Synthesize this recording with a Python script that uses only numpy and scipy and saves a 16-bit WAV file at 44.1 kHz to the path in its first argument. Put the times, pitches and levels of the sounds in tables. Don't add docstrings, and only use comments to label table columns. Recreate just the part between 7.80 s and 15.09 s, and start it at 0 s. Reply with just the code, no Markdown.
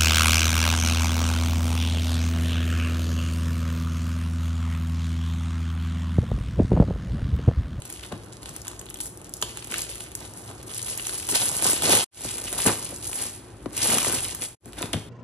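import sys
import numpy as np
from scipy import signal
from scipy.fft import rfft, irfft, next_fast_len
from scipy.io import wavfile

SR = 44100
rng = np.random.default_rng(int(sys.argv[2]) if len(sys.argv) > 2 else 0)


def to_wav(sig):
    pcm = np.clip(np.atleast_2d(sig), -1, 1) * 32767
    pcm = np.round(pcm).astype(np.int16)
    wavfile.write(sys.argv[1], SR, pcm.T)


N = 321489


def from_db(db):
    return 10 ** (np.asarray(db) / 20)


def rms_one(x):
    return x / np.sqrt(np.mean(x ** 2) + 1e-20)


def in_time(rows):
    s, *columns = np.transpose(rows)
    return [np.interp(np.arange(N) / SR, s, c) for c in columns]


def at_hz(rows, hz):
    at, *columns = np.transpose(rows)
    return [np.interp(np.log(np.maximum(hz, 1)), np.log(at), c) for c in columns]


def coloured(x, spectrum):
    size = next_fast_len(N + SR // 2)
    hz = np.arange(size // 2 + 1) * SR / size
    gain = from_db(at_hz(spectrum, hz)[0])
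    return irfft(rfft(x, size) * gain, size)[..., :N]


def drift(corner_hz):
    r = np.exp(-80 * np.pi * corner_hz / SR)
    noise = rng.standard_normal(N // 40 + 2002)
    slow = signal.lfilter([1], [1, -2 * r, r * r], noise)[2000:]
    return np.interp(np.arange(N) / 40, np.arange(len(slow)), rms_one(slow))


def ring(clicks, hz, t60):
    r, w = from_db(-60 / (t60 * SR)), 2 * np.pi * hz / SR
    return signal.lfilter([.5, 0, -.5], [1, -2 * r * np.cos(w), r * r], clicks + 1e-18)


def clicks_at(per_s, spread_db):
    sizes = from_db(spread_db * np.minimum(rng.exponential(1, N), 4.5))
    signed = sizes * rng.choice([-1, 1], (2, N))
    return signed * (rng.random(N) < per_s / SR) / np.sqrt(per_s)


# (frequency [Hz], relative density [dB])
AIR_SPECTRUM = [(15, -42), (25, -21), (55, 3), (103, -10), (203, -9.5), (370, -5), (507, -14.5), (975, -19),
                (2190, -26.5), (3700, -30.5), (4940, -35), (6090, -40), (10500, -26.5), (11700, -55),
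                (13000, -59)]
# (frequency [Hz], level [dB], t60 [s])
DRONES = [(59.3, -56.5, 0.58), (100.4, -52.5, 0.4), (115.7, -53.5, 0.54), (153, -66.5, 0.097),
          (306.4, -59.5, 0.53), (353.3, -59, 0.097)]
AIR_DB = -48


def hum():
    noise = rng.standard_normal((2, N))
    air = from_db(AIR_DB + 0.4 * drift(13.0)) * rms_one(coloured(noise, AIR_SPECTRUM))
    stir = rng.standard_normal((2, N))
    return air + sum(from_db(db) * rms_one(ring(stir, hz, t60)) for hz, db, t60 in DRONES)


# (time [s], fine crackle [dB], coarse crackle relative to fine [dB], box drumming [dB])
TENSION = [(0, -54.5, 2, -63), (.5, -61, 7, -49.5), (.8, -64.5, -9, -51), (1.4, -72.5, 9, -53),
           (1.7, -45, 0.5, -48), (2.3, -55.5, 5.5, -52.5), (2.6, -44.5, -7, -46.5), (2.84, -60, 6.5, -47),
           (2.96, -32, -8.5, -47.5), (3.45, -36, -3.5, -44), (3.7, -28.5, -7.5, -38),
           (4.0, -33.5, 1, -33.5), (4.2, -25.5, -1, -26.5), (4.4, -32.5, -3, -42.5),
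           (4.7, -33.5, -7, -41.5), (4.95, -36, -1.5, -39), (5.15, -36.5, -9.5, -43.5),
           (5.5, -50, -3, -52.5), (5.85, -57, -7, -49.5), (6.2, -25, -2.5, -35), (6.4, -27, -7.5, -36.5),
           (6.58, -43.5, -6, -45.5), (6.9, -57, 1, -48.5), (7.29, -70, -24, -50)]
# (start [s], hold [s], fine crackle [dB], coarse crackle relative to fine [dB], box drumming [dB])
PULLS = [(0.052, 0.15, -46.5, 3.5, -49.5), (0.236, 0.023, -49, 9, -56), (0.32, 0.0068, -56, -21, -33),
         (0.44, .01, -53.5, -17, -62), (0.525, 0.006, -52.5, 6.5, -67), (0.625, 0.14, -46, 2, -50),
         (0.861, 0.053, -49, 6, -43.5), (1.206, 0.0049, -29.5, -20, -49), (1.263, 0.0098, -45.5, -17, -54),
         (1.452, .01, -56.5, 10.5, -51.5), (1.613, 0.0064, -41.5, -24, -46.5),
         (1.913, 0.085, -36.5, 5.5, -37.5), (2.092, 0.016, -32.5, -4.5, -43),
         (2.205, 0.0059, -36, -6.5, -51), (2.412, 0.033, -45, -1, -44), (2.686, 0.016, -49.5, 2.5, -42.5),
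         (2.877, 0.039, -42.5, 1.5, -46), (3.057, 0.04, -45.5, 9, -51), (3.331, 0.031, -29, -32.5, -46),
         (3.489, 0.0076, -25.5, -7.5, -35.5), (3.525, 0.016, -23, -9, -35), (3.545, 0.0094, -21.5, 2, -35),
         (3.601, 0.021, -31, 2.5, -32.5), (3.824, 0.036, -21.5, -6, -41.5), (3.853, 0.059, -19.5, -11, -34),
         (4.019, 0.0053, -30.5, -9, -36.5), (4.035, 0.0052, -19, -9.5, -32), (4.083, 0.068, -14, -5, -22.5),
         (4.146, 0.0066, -15.5, -11.5, -35.5), (4.166, 0.035, -16, -1.5, -28),
         (4.209, 0.022, -23, -1.5, -30), (4.44, 0.07, -35, -4, -57), (4.727, 0.0047, -38.5, -1, -34),
         (4.786, 0.1, -24.5, -6.5, -37.5), (4.866, 0.017, -20.5, -9.5, -18.5),
         (5.227, 0.21, -34, -13.5, -47), (5.382, 0.075, -32.5, 0, -38.5), (5.971, 0.12, -29.5, 2, -41),
         (6.035, 0.1, -20.5, -3.5, -34.5), (6.122, 0.044, -19.5, -17, -29.5), (6.224, 0.03, -29, -14, -43),
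         (6.272, .012, -26.5, -18, -24.5), (6.335, 0.033, -30, -10, -32), (6.622, 0.02, -26, -7, -36.5),
         (6.983, 0.06, -39, -0.5, -32), (7.14, 0.034, -49, 4, -35)]
PULL_FALL_DB_PER_S = [
    [224],
    [241],
    [324.5],
]
LONG_PULL_RISE_DB_PER_S = 393
JERK_S = .03


def handling():
    t, (fine, coarse, drum) = np.arange(N) / SR, in_time(TENSION)
    power = from_db(2 * np.array([fine, fine + coarse, drum]))
    for s, hold, fine_db, coarse_db, drum_db in PULLS:
        near = slice(max(round((s - .2) * SR), 0), round((s + .6) * SR))
        early, late = np.maximum(s - t[near], 0), np.maximum(t[near] - s - hold, 0)
        rise_db_per_s = LONG_PULL_RISE_DB_PER_S * (1 + JERK_S / max(hold, .004))
        shape_db = -rise_db_per_s * early - np.array(PULL_FALL_DB_PER_S) * late
        held_db = np.array([[fine_db], [fine_db + coarse_db], [drum_db]])
        power[:, near] += from_db(2 * (shape_db + held_db))
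    fine, coarse, drum = 10 * np.log10(power)
    return fine, coarse - fine, drum


# (frequency [Hz], relative gain [dB])
FILM_SPECTRUM = [(590, -2), (1000, -11.5), (1350, -11.5), (1840, -7.5), (2450, -5), (2950, -11.5),
                 (3500, -5), (4810, -3), (5920, -2.5), (8060, 0.5), (10600, 8.5), (11600, -1), (12500, -1),
                 (14500, 2)]
# (frequency [Hz], level relative to the coarse crackle [dB], t60 [s])
SHEET = [(2920, -7.5, 0.013), (3214, -9, 0.014)]
SHEET_FOLLOWS = 0.1
CREASES_PER_S, BUSIER = 1500, .45
PATCHY_DB, PATCH_HZ = 4.5, 22


def crackle(fine_db, coarse_db):
    per_s = CREASES_PER_S * from_db(BUSIER * (fine_db + 45.0) + 4.0 * drift(25))
    clicks, dealt = clicks_at(per_s, spread_db=2.6), rng.integers(0, 20, N)
    together = drift(35)
    pitches = np.geomspace(1200, 13000, num=20)
    patches = [from_db(PATCHY_DB * drift(PATCH_HZ)) for _ in range(7)]
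    rings = []
    for k, hz in enumerate(pitches):
        buckles = clicks * (dealt == k) * patches[k // 3]
        rings.append(ring(buckles, hz, 2.44 / hz) * np.sqrt(hz))
    coarse = rms_one(coloured(sum(rings[:12]), FILM_SPECTRUM))
    fine = rms_one(coloured(sum(rings[12:]), FILM_SPECTRUM))
    sheet = 0
    for hz, db, t60 in SHEET:
        sheet_db = db + SHEET_FOLLOWS * (fine_db + 23.5) + 2.94 * drift(27)
        sheet = sheet + from_db(sheet_db) * rms_one(ring(coarse, hz, t60))
    coarse = (coarse + sheet / 2) * from_db(coarse_db - 1.5 + 1.58 * drift(29))
    return from_db(fine_db - 1.5 + 0.67 * together) * (fine + coarse)


# (frequency [Hz], relative level [dB], undamped t60 [s])
BOX = [(106, -0.5, 0.23), (150, -3, 0.13), (224, 3.5, 0.069), (290.4, -3, 0.099), (328, -1, 0.059),
       (450, 2, 0.051), (573, 3, 0.018), (758, -4, 0.044), (994, -3.5, 0.036), (1137, -3, 0.027),
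       (1533, -10, 0.049), (2010, -3.5, 0.011)]
TUGS_PER_S, WALL_WANDER_DB = 1800, 2.5


def drumming(level_db):
    tugs = clicks_at(TUGS_PER_S * from_db(3.0 * drift(17)), spread_db=2.5)
    dealt = rng.integers(0, len(BOX), N)
    tilt_db_per_octave = 2.5 + 0.065 * (level_db + 45.0)
    walls = 0
    for k, (hz, db, t60) in enumerate(BOX):
        mode_db = db + tilt_db_per_octave * np.log2(hz / 300) + WALL_WANDER_DB * drift(5.2)
        walls = walls + from_db(mode_db) * ring(tugs * (dealt == k), hz, 0.27 * t60)
    return from_db(level_db - 4.0 + 2.0 * drift(10.7)) * rms_one(walls)


SMALL_SNAPS = 170
SMALL_SNAP_DB, SMALL_SNAP_TOP_HZ, SMALL_SNAP_COARSE_DB = 14.5, 10000, -7


def small_snaps(fine_db):
    when, size, pitch, colour = rng.random((SMALL_SNAPS, 4)).T
    level_db = fine_db[(when * N).astype(int)] + SMALL_SNAP_DB + 5.2 * (size - .5)
    pitch_hz = SMALL_SNAP_TOP_HZ * (1 - .3 * pitch ** 2)
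    coarse_db = SMALL_SNAP_COARSE_DB + 6.5 * (colour - .5)
    return list(zip(when * N / SR, level_db, pitch_hz, coarse_db))


# (time [s], peak level [dB], pitch [Hz], coarse part relative to fine [dB])
SNAPS = [(.0203, -20, 7300, 1), (.0525, -20, 10850, -1), (.101, -13.5, 10250, -6), (.1257, -17, 10600, -9),
         (.232, -28, 3200, 3), (.2365, -21.5, 3200, 6), (.3228, -20, 3900, -1), (.445, -34, 8000, -12),
         (.532, -26, 7520, -23), (.6302, -20.5, 5840, 1), (.658, -17.5, 5870, 4), (.6924, -18.5, 9410, -28),
         (.7636, -16, 10500, -6), (.7815, -34, 6000, -10), (.801, -38, 9000, -10), (.8173, -21, 5500, -14),
         (.8506, -21, 10250, -1), (.8695, -22, 7000, 2), (.8808, -10.5, 8200, -5.5), (.915, -22, 7500, 1),
         (.993, -18.5, 6370, -20), (.9955, -19, 6000, -6.5), (1.0135, -22, 10620, 1),
         (1.0574, -24, 10140, -5), (1.0645, -28, 3000, 7.5), (1.088, -23.5, 2930, 7),
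         (1.0945, -25, 9030, -15), (1.101, -17, 10080, -11), (1.107, -31, 3000, 10),
         (1.1422, -18, 8350, -4), (1.1579, -27.5, 3240, 10), (1.1644, -35, 9000, -12),
         (1.1718, -23, 10340, -15), (1.188, -23, 10500, 4), (1.195, -32, 10000, 10.5),
         (1.2042, -16.5, 4520, 1), (1.209, -23, 9000, -12), (1.2123, -12, 10270, -30),
         (1.2582, -15, 9500, -9.5), (1.2654, -18.5, 9070, -13), (1.374, -25.5, 10420, -26),
         (1.398, -37, 8000, 2.5), (1.4155, -26, 9000, -4), (1.425, -44, 5860, -9),
         (1.4444, -24, 6500, -27.5), (1.4508, -42.5, 7000, 0), (1.468, -31, 9050, -11),
         (1.4937, -21.5, 9500, -10.5), (1.523, -35, 10530, -19), (1.538, -9.5, 10500, -54),
         (1.5682, -22, 7450, -18.5), (1.6155, -14, 7000, -9), (1.6222, -22.5, 7500, -23.5),
         (1.6249, -3.5, 7000, -4), (1.6252, -9.5, 3480, 17), (1.7724, -12.5, 10600, 1),
         (1.8244, -23.5, 2200, 17), (1.8443, -21, 10360, -17), (1.872, -16.5, 10470, -4),
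         (1.9137, -13.5, 10270, -14), (1.9211, -15, 2000, -4), (1.9411, -8, 2090, 0),
         (1.982, -10, 9670, -10), (2.0069, -19, 10620, -22), (2.0186, -10, 7000, -23),
         (2.0927, -29, 2220, 5), (2.1552, -20, 9800, -3), (2.1806, -22, 9000, -1), (2.2057, -17, 8400, 0),
         (2.3172, -22.5, 9930, 2), (2.3519, -10.5, 10230, -12), (2.5365, -25.5, 7820, -14),
         (2.6904, -25, 6000, 6), (2.645, -28, 4500, -4.5), (2.713, -25.5, 1500, 4), (2.803, -30, 4500, 0),
         (2.8294, -24.5, 10660, -8), (2.879, -23, 9220, -17), (2.895, -27, 3600, 4), (2.915, -26, 1300, 2),
         (2.9458, -16, 10770, -21), (2.9767, -19.5, 9900, -23), (3.027, -13.5, 10080, -29),
         (3.0828, -16, 2660, -2), (3.144, -32, 6800, -6), (3.1755, -12.5, 10730, -14),
         (3.1965, -15.5, 3000, 6), (3.2535, -21.5, 4300, 6.5), (3.2687, -9, 7000, -4.5),
         (3.294, -10.5, 6900, 4), (3.312, -38, 8000, -3), (3.4459, -27, 9000, -5),
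         (3.4683, -15.5, 9000, -8.5), (3.4888, -7.5, 9700, -5.5), (3.5127, -6.5, 8000, -19.5),
         (3.54, -24, 9000, -17), (3.5493, -0.5, 9700, -2.5), (3.556, -4.5, 9100, -9), (3.6, -14, 2980, 3.5),
         (3.6277, -10.5, 10900, -10), (3.7666, -6.5, 9700, -17.5), (3.8145, -15, 3000, 3.5),
         (3.8232, -3, 9830, 0), (3.8658, 0, 9700, -6), (3.874, -17, 4040, 4), (3.887, -7, 3570, -11),
         (3.913, -8.5, 9000, -5), (3.932, -4, 8700, -5), (4.0217, -6, 8910, 3.5), (4.0355, -11.5, 3500, -7),
         (4.095, -3, 10600, -8), (4.108, -9.5, 9600, 11.5), (4.132, -1.5, 2880, 3), (4.1535, 2, 10250, -12),
         (4.171, 0, 9900, -8), (4.187, -4, 8950, -7), (4.378, -18, 10000, -16), (4.44, -34, 9300, -8),
         (4.5818, -12, 9430, -3), (4.64, -16, 10000, -16), (4.7275, -11.5, 10400, -3.5),
         (4.7879, -10, 10100, -13), (4.801, -17, 1390, 8), (4.8345, -19, 1400, 10),
         (4.8628, -17, 1580, 2.5), (4.885, -8, 4000, 1), (5.055, -31, 10400, 8), (5.0943, -24.5, 10550, 6),
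         (5.1618, -17, 6760, -30), (5.2302, -24, 10230, -26), (5.3304, -11.5, 11400, -2.5),
         (5.4645, -16, 7800, -15), (5.858, -48, 1440, 3), (5.9678, -9.5, 11610, -14),
         (5.9774, -10.5, 2960, -9), (5.9915, -16, 5050, -0.5), (6.017, -17, 3000, -0.5),
         (6.045, -7, 10500, -7), (6.054, -11, 9990, -10), (6.082, -9.5, 6470, -2), (6.1, -8.5, 2460, -4.5),
         (6.134, -8, 10380, -3), (6.173, -9, 7000, 2), (6.184, -2.5, 2920, -6), (6.2288, -10, 6000, -7),
         (6.248, -9, 1990, -1), (6.342, -16, 7950, -12), (6.5483, -13, 10590, -6),
         (6.6206, -8, 10310, -7.5), (6.8572, -16.5, 10490, -4.5), (6.9318, -24, 10960, 8),
         (6.9845, -22, 3580, 6), (7.0207, -12, 10920, -26), (7.0269, -11, 3720, 3.5), (7.058, -27, 2000, 6),
         (7.1315, -7.5, 9300, -16), (7.1322, -15, 3150, 16), (7.1345, -11, 3170, 17),
         (7.1365, -17.5, 3140, 23), (7.139, -30, 3100, 20)]
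SNAP_T60_S, CREASE_CYCLES = 0.009, 6
SNAP_TAIL_DB, SNAP_TAIL_T60_S = -11, .035


def snaps(rows):
    out, t = np.zeros((2, N + 2000)), np.arange(2000) / SR
    noise = rng.standard_normal((len(rows), 2, 2000))
    fine = signal.butter(2, [5200, 12500], "band", fs=SR, output="sos")
    coarse = signal.butter(2, [750, 4600], "band", fs=SR, output="sos")
    decay = from_db(-60 * t / SNAP_T60_S) + from_db(SNAP_TAIL_DB - 60 * t / SNAP_TAIL_T60_S)
    for (s, peak_db, hz, coarse_db), n in zip(rows, noise):
        spit = (n + 1.7 * (t == 0)) * decay
        low = signal.sosfilt(coarse, spit) + .3 * ring(spit, 3150, 0.0011)
        burst = signal.sosfilt(fine, spit) + from_db(coarse_db - 3.0) * low
        tone = ring(burst, min(hz, 14000), CREASE_CYCLES / hz)
        snap = burst / abs(burst).max() + 0.5 * tone / abs(tone).max()
        out[:, round(s * SR):][:, :2000] += from_db(peak_db - 3.5) * snap / abs(snap[0]).max()
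    return out[:, :N]


# (time [s], peak level [dB], pitch of the struck wall [Hz], softness: loss away from it [dB/octave])
KNOCKS = [(0.3229, -18.5, 500, 2), (0.324, -20, 168, 11), (0.691, -26.5, 162, 35), (0.882, -28, 1500, 14),
          (0.914, -26, 1300, 10), (0.932, -26, 1200, 8), (1.6251, -7, 1490, 6.5), (2.7, -28, 500, 6),
          (3.4913, -17.5, 800, 10), (3.5159, -23, 250, 9), (3.526, -19, 330, 13), (3.556, -13.5, 750, 20),
          (3.6192, -22, 600, 3), (3.629, -19.5, 605, 6), (3.694, -22, 900, 14), (3.8135, -23, 760, 7.5),
          (3.823, -23, 400, 4.5), (3.851, -18, 1170, 18), (3.866, -23.5, 600, 2.5),
          (3.929, -14.5, 416, 10.5), (4.022, -22, 483, 6), (4.0345, -12, 600, 12), (4.056, -22, 480, 13),
          (4.093, -6.5, 400, 9.5), (4.121, -17, 480, 14), (4.1325, -3.5, 450, 5), (4.147, -20, 350, 6.5),
          (4.187, -17, 298, 8.5), (4.449, -19.5, 380, 5.5), (4.7288, -27, 450.0, 15),
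          (4.7887, -13.5, 900, 11), (4.853, -24, 880, 15), (4.8614, -5, 297, 0.5), (4.877, -12, 221, 11),
          (4.883, -15, 800, 5), (4.889, -17, 300, -9), (4.904, -18, 350, 2), (5.1252, -23, 262, 2),
          (5.858, -13.5, 332, 3), (6.029, -20, 1000, 8), (6.056, -16, 1200, 8), (6.084, -16.5, 233, 14),
          (6.089, -21.5, 420, -2), (6.097, -15, 1100, 2), (6.132, -13, 263, 13), (6.1626, -15, 265, 20),
          (6.1824, -15, 1510, 11), (6.229, -14, 990, 16), (6.246, -11, 925, 14), (6.2662, -13, 450, -0.5),
          (6.3313, -17, 239, 12), (6.6158, -24, 256, -2), (6.8573, -23.5, 287, 6), (7.009, -16.5, 410, 9),
          (7.029, -17, 1050, 22), (7.033, -16, 187, 2), (7.055, -19.5, 750, 19), (7.133, -12.5, 428, 15),
          (7.139, -10, 150, 12), (7.164, -19, 150, 6)]
SWEEP_CYCLES, SWEEP_START_S = 2.191, 0.000795
SWEEP_DB, SWEEP_T60_S = 7, 0.082
SWEEP_NARROW_DB = 7
RING_ON = 0.95


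def knocks():
    out, t = np.zeros((2, N + 8000)), np.arange(8000) / SR
    rough = rng.standard_normal((len(KNOCKS), 2, 8000))
    falling_hz = SWEEP_CYCLES / (t + SWEEP_START_S)
    wave = np.sin(2 * np.pi * np.cumsum(falling_hz) / SR) * from_db(SWEEP_DB - 60 * t / SWEEP_T60_S)
    for (s, peak_db, struck_hz, soft_db), n in zip(KNOCKS, rough):
        contact = ((t == 0) + .05 * n) * from_db(-60 * t / .018)
        thud = 0
        for hz, db, t60 in BOX:
            late = np.roll(contact, round(.6 * SR / hz), axis=1)
            mode_db = db - soft_db * abs(np.log2(hz / struck_hz))
            thud = thud + from_db(mode_db) * ring(late, hz, RING_ON * t60)
        narrow_db = max(soft_db, 0) + SWEEP_NARROW_DB
        sweep = wave * from_db(-narrow_db * abs(np.log2(falling_hz / struck_hz)))
        thud = thud / abs(thud[0]).max() + sweep
        out[:, round(s * SR):][:, :8000] += from_db(peak_db - 8.0) * thud / abs(thud[0]).max()
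    return out[:, :N]


ROOM_T60_S, ROOM_DB = 0.48, -7
BOX_ROOM_DB = -4


def echoes(x):
    t = np.arange(SR // 2) / SR
    tail = rng.standard_normal((2, len(t))) * from_db(-60 * t / ROOM_T60_S)
    return signal.fftconvolve(x, tail / np.sqrt(np.sum(tail ** 2) / 2), axes=1)[:, :N]


# (frequency [Hz], phase lead of the left in the first passage [rad],
# the same in later passages [rad], likeness [0-1], left minus right [dB])
PORTS = [(90, 0, 0, .99, 1.8), (200, -.15, -.15, .99, 2.3), (380, -.6, -.6, .94, 2.2),
         (520, -.7, -.7, .87, -4), (700, 0, 0, .82, -5.5), (1250, -.3, -.1, .72, -3),
         (2300, 2.9, .4, .5, .3), (3100, .6, .8, .6, -.4), (4200, .6, .6, .6, .4), (4800, 3.1, 3.1, .3, .7),
         (5300, 5, 5, .7, 0), (8000, 4.4, 4.4, .77, .2), (10500, 4.2, 4.2, .9, .3), (11800, 4, 4, .75, .4),
         (12600, 3.3, 3.3, .78, 0)]
FIRST_PASSAGE_ENDS_S = 4.29


def ports(shared, scattered):
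    size = next_fast_len(N + SR // 2)
    *leads, alike, lean_db = at_hz(PORTS, np.arange(size // 2 + 1) * SR / size)
    same = np.sqrt((1 + alike) / 2) * rfft(shared, size)
    other = np.sqrt((1 - alike) / 2) * rfft(scattered, size)
    heard = []
    for lead in leads:
        turn = from_db(lean_db / 2) * np.exp(.5j * lead)
        pair = np.array([(same + other) * turn, (same - other) / turn])
        heard.append(irfft(pair, size)[:, :N])
    first, later = heard
    return np.where(np.arange(N) < FIRST_PASSAGE_ENDS_S * SR, first, later)


# (sound cut [s], next passage fades in from [s], swell duration [s])
CUTS = [(4.24, 4.308, 0.14), (6.748, 6.797, 0.086)]
FADE_OUT_S, FADE_OUT_DB, SHUT_S, SHUT_DB, LINGER_S = 0.15, -8.5, 0.0091, -42, 0.024
FADE_IN_POWER = 2


def fader():
    t, gain = np.arange(N) / SR, np.ones(N)
    for cut, back, swell in CUTS:
        sag_db = np.interp(t - cut, [-FADE_OUT_S, 0, SHUT_S], [0, FADE_OUT_DB, SHUT_DB])
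        fade_out = from_db(sag_db) * (t < cut + LINGER_S)
        fade_in = np.clip((t - back) / swell, 0, 1) ** FADE_IN_POWER
        gain = gain * (fade_out + fade_in)
    return gain


def scene():
    fine_db, coarse_db, drum_db = handling()
    film = crackle(fine_db, coarse_db) + snaps(SNAPS + small_snaps(fine_db))
    box = drumming(drum_db) + knocks()
    room = from_db(ROOM_DB) * echoes(film + from_db(BOX_ROOM_DB) * box)
    return ports(*(film + box + room + hum()))


def record(dry):
    dull = signal.sosfilt(signal.cheby2(16, 42, 12750, fs=SR, output="sos"), dry)
    thin = signal.sosfilt(signal.butter(4, 38, "high", fs=SR, output="sos"), dull)
    rounded = .8 * np.tanh(thin / .8)
    top_cut = signal.cheby2(12, 70, 15725, fs=SR, output="sos")
    return signal.sosfilt(top_cut, rounded * fader())


dry = scene()
out = record(dry)
to_wav(out)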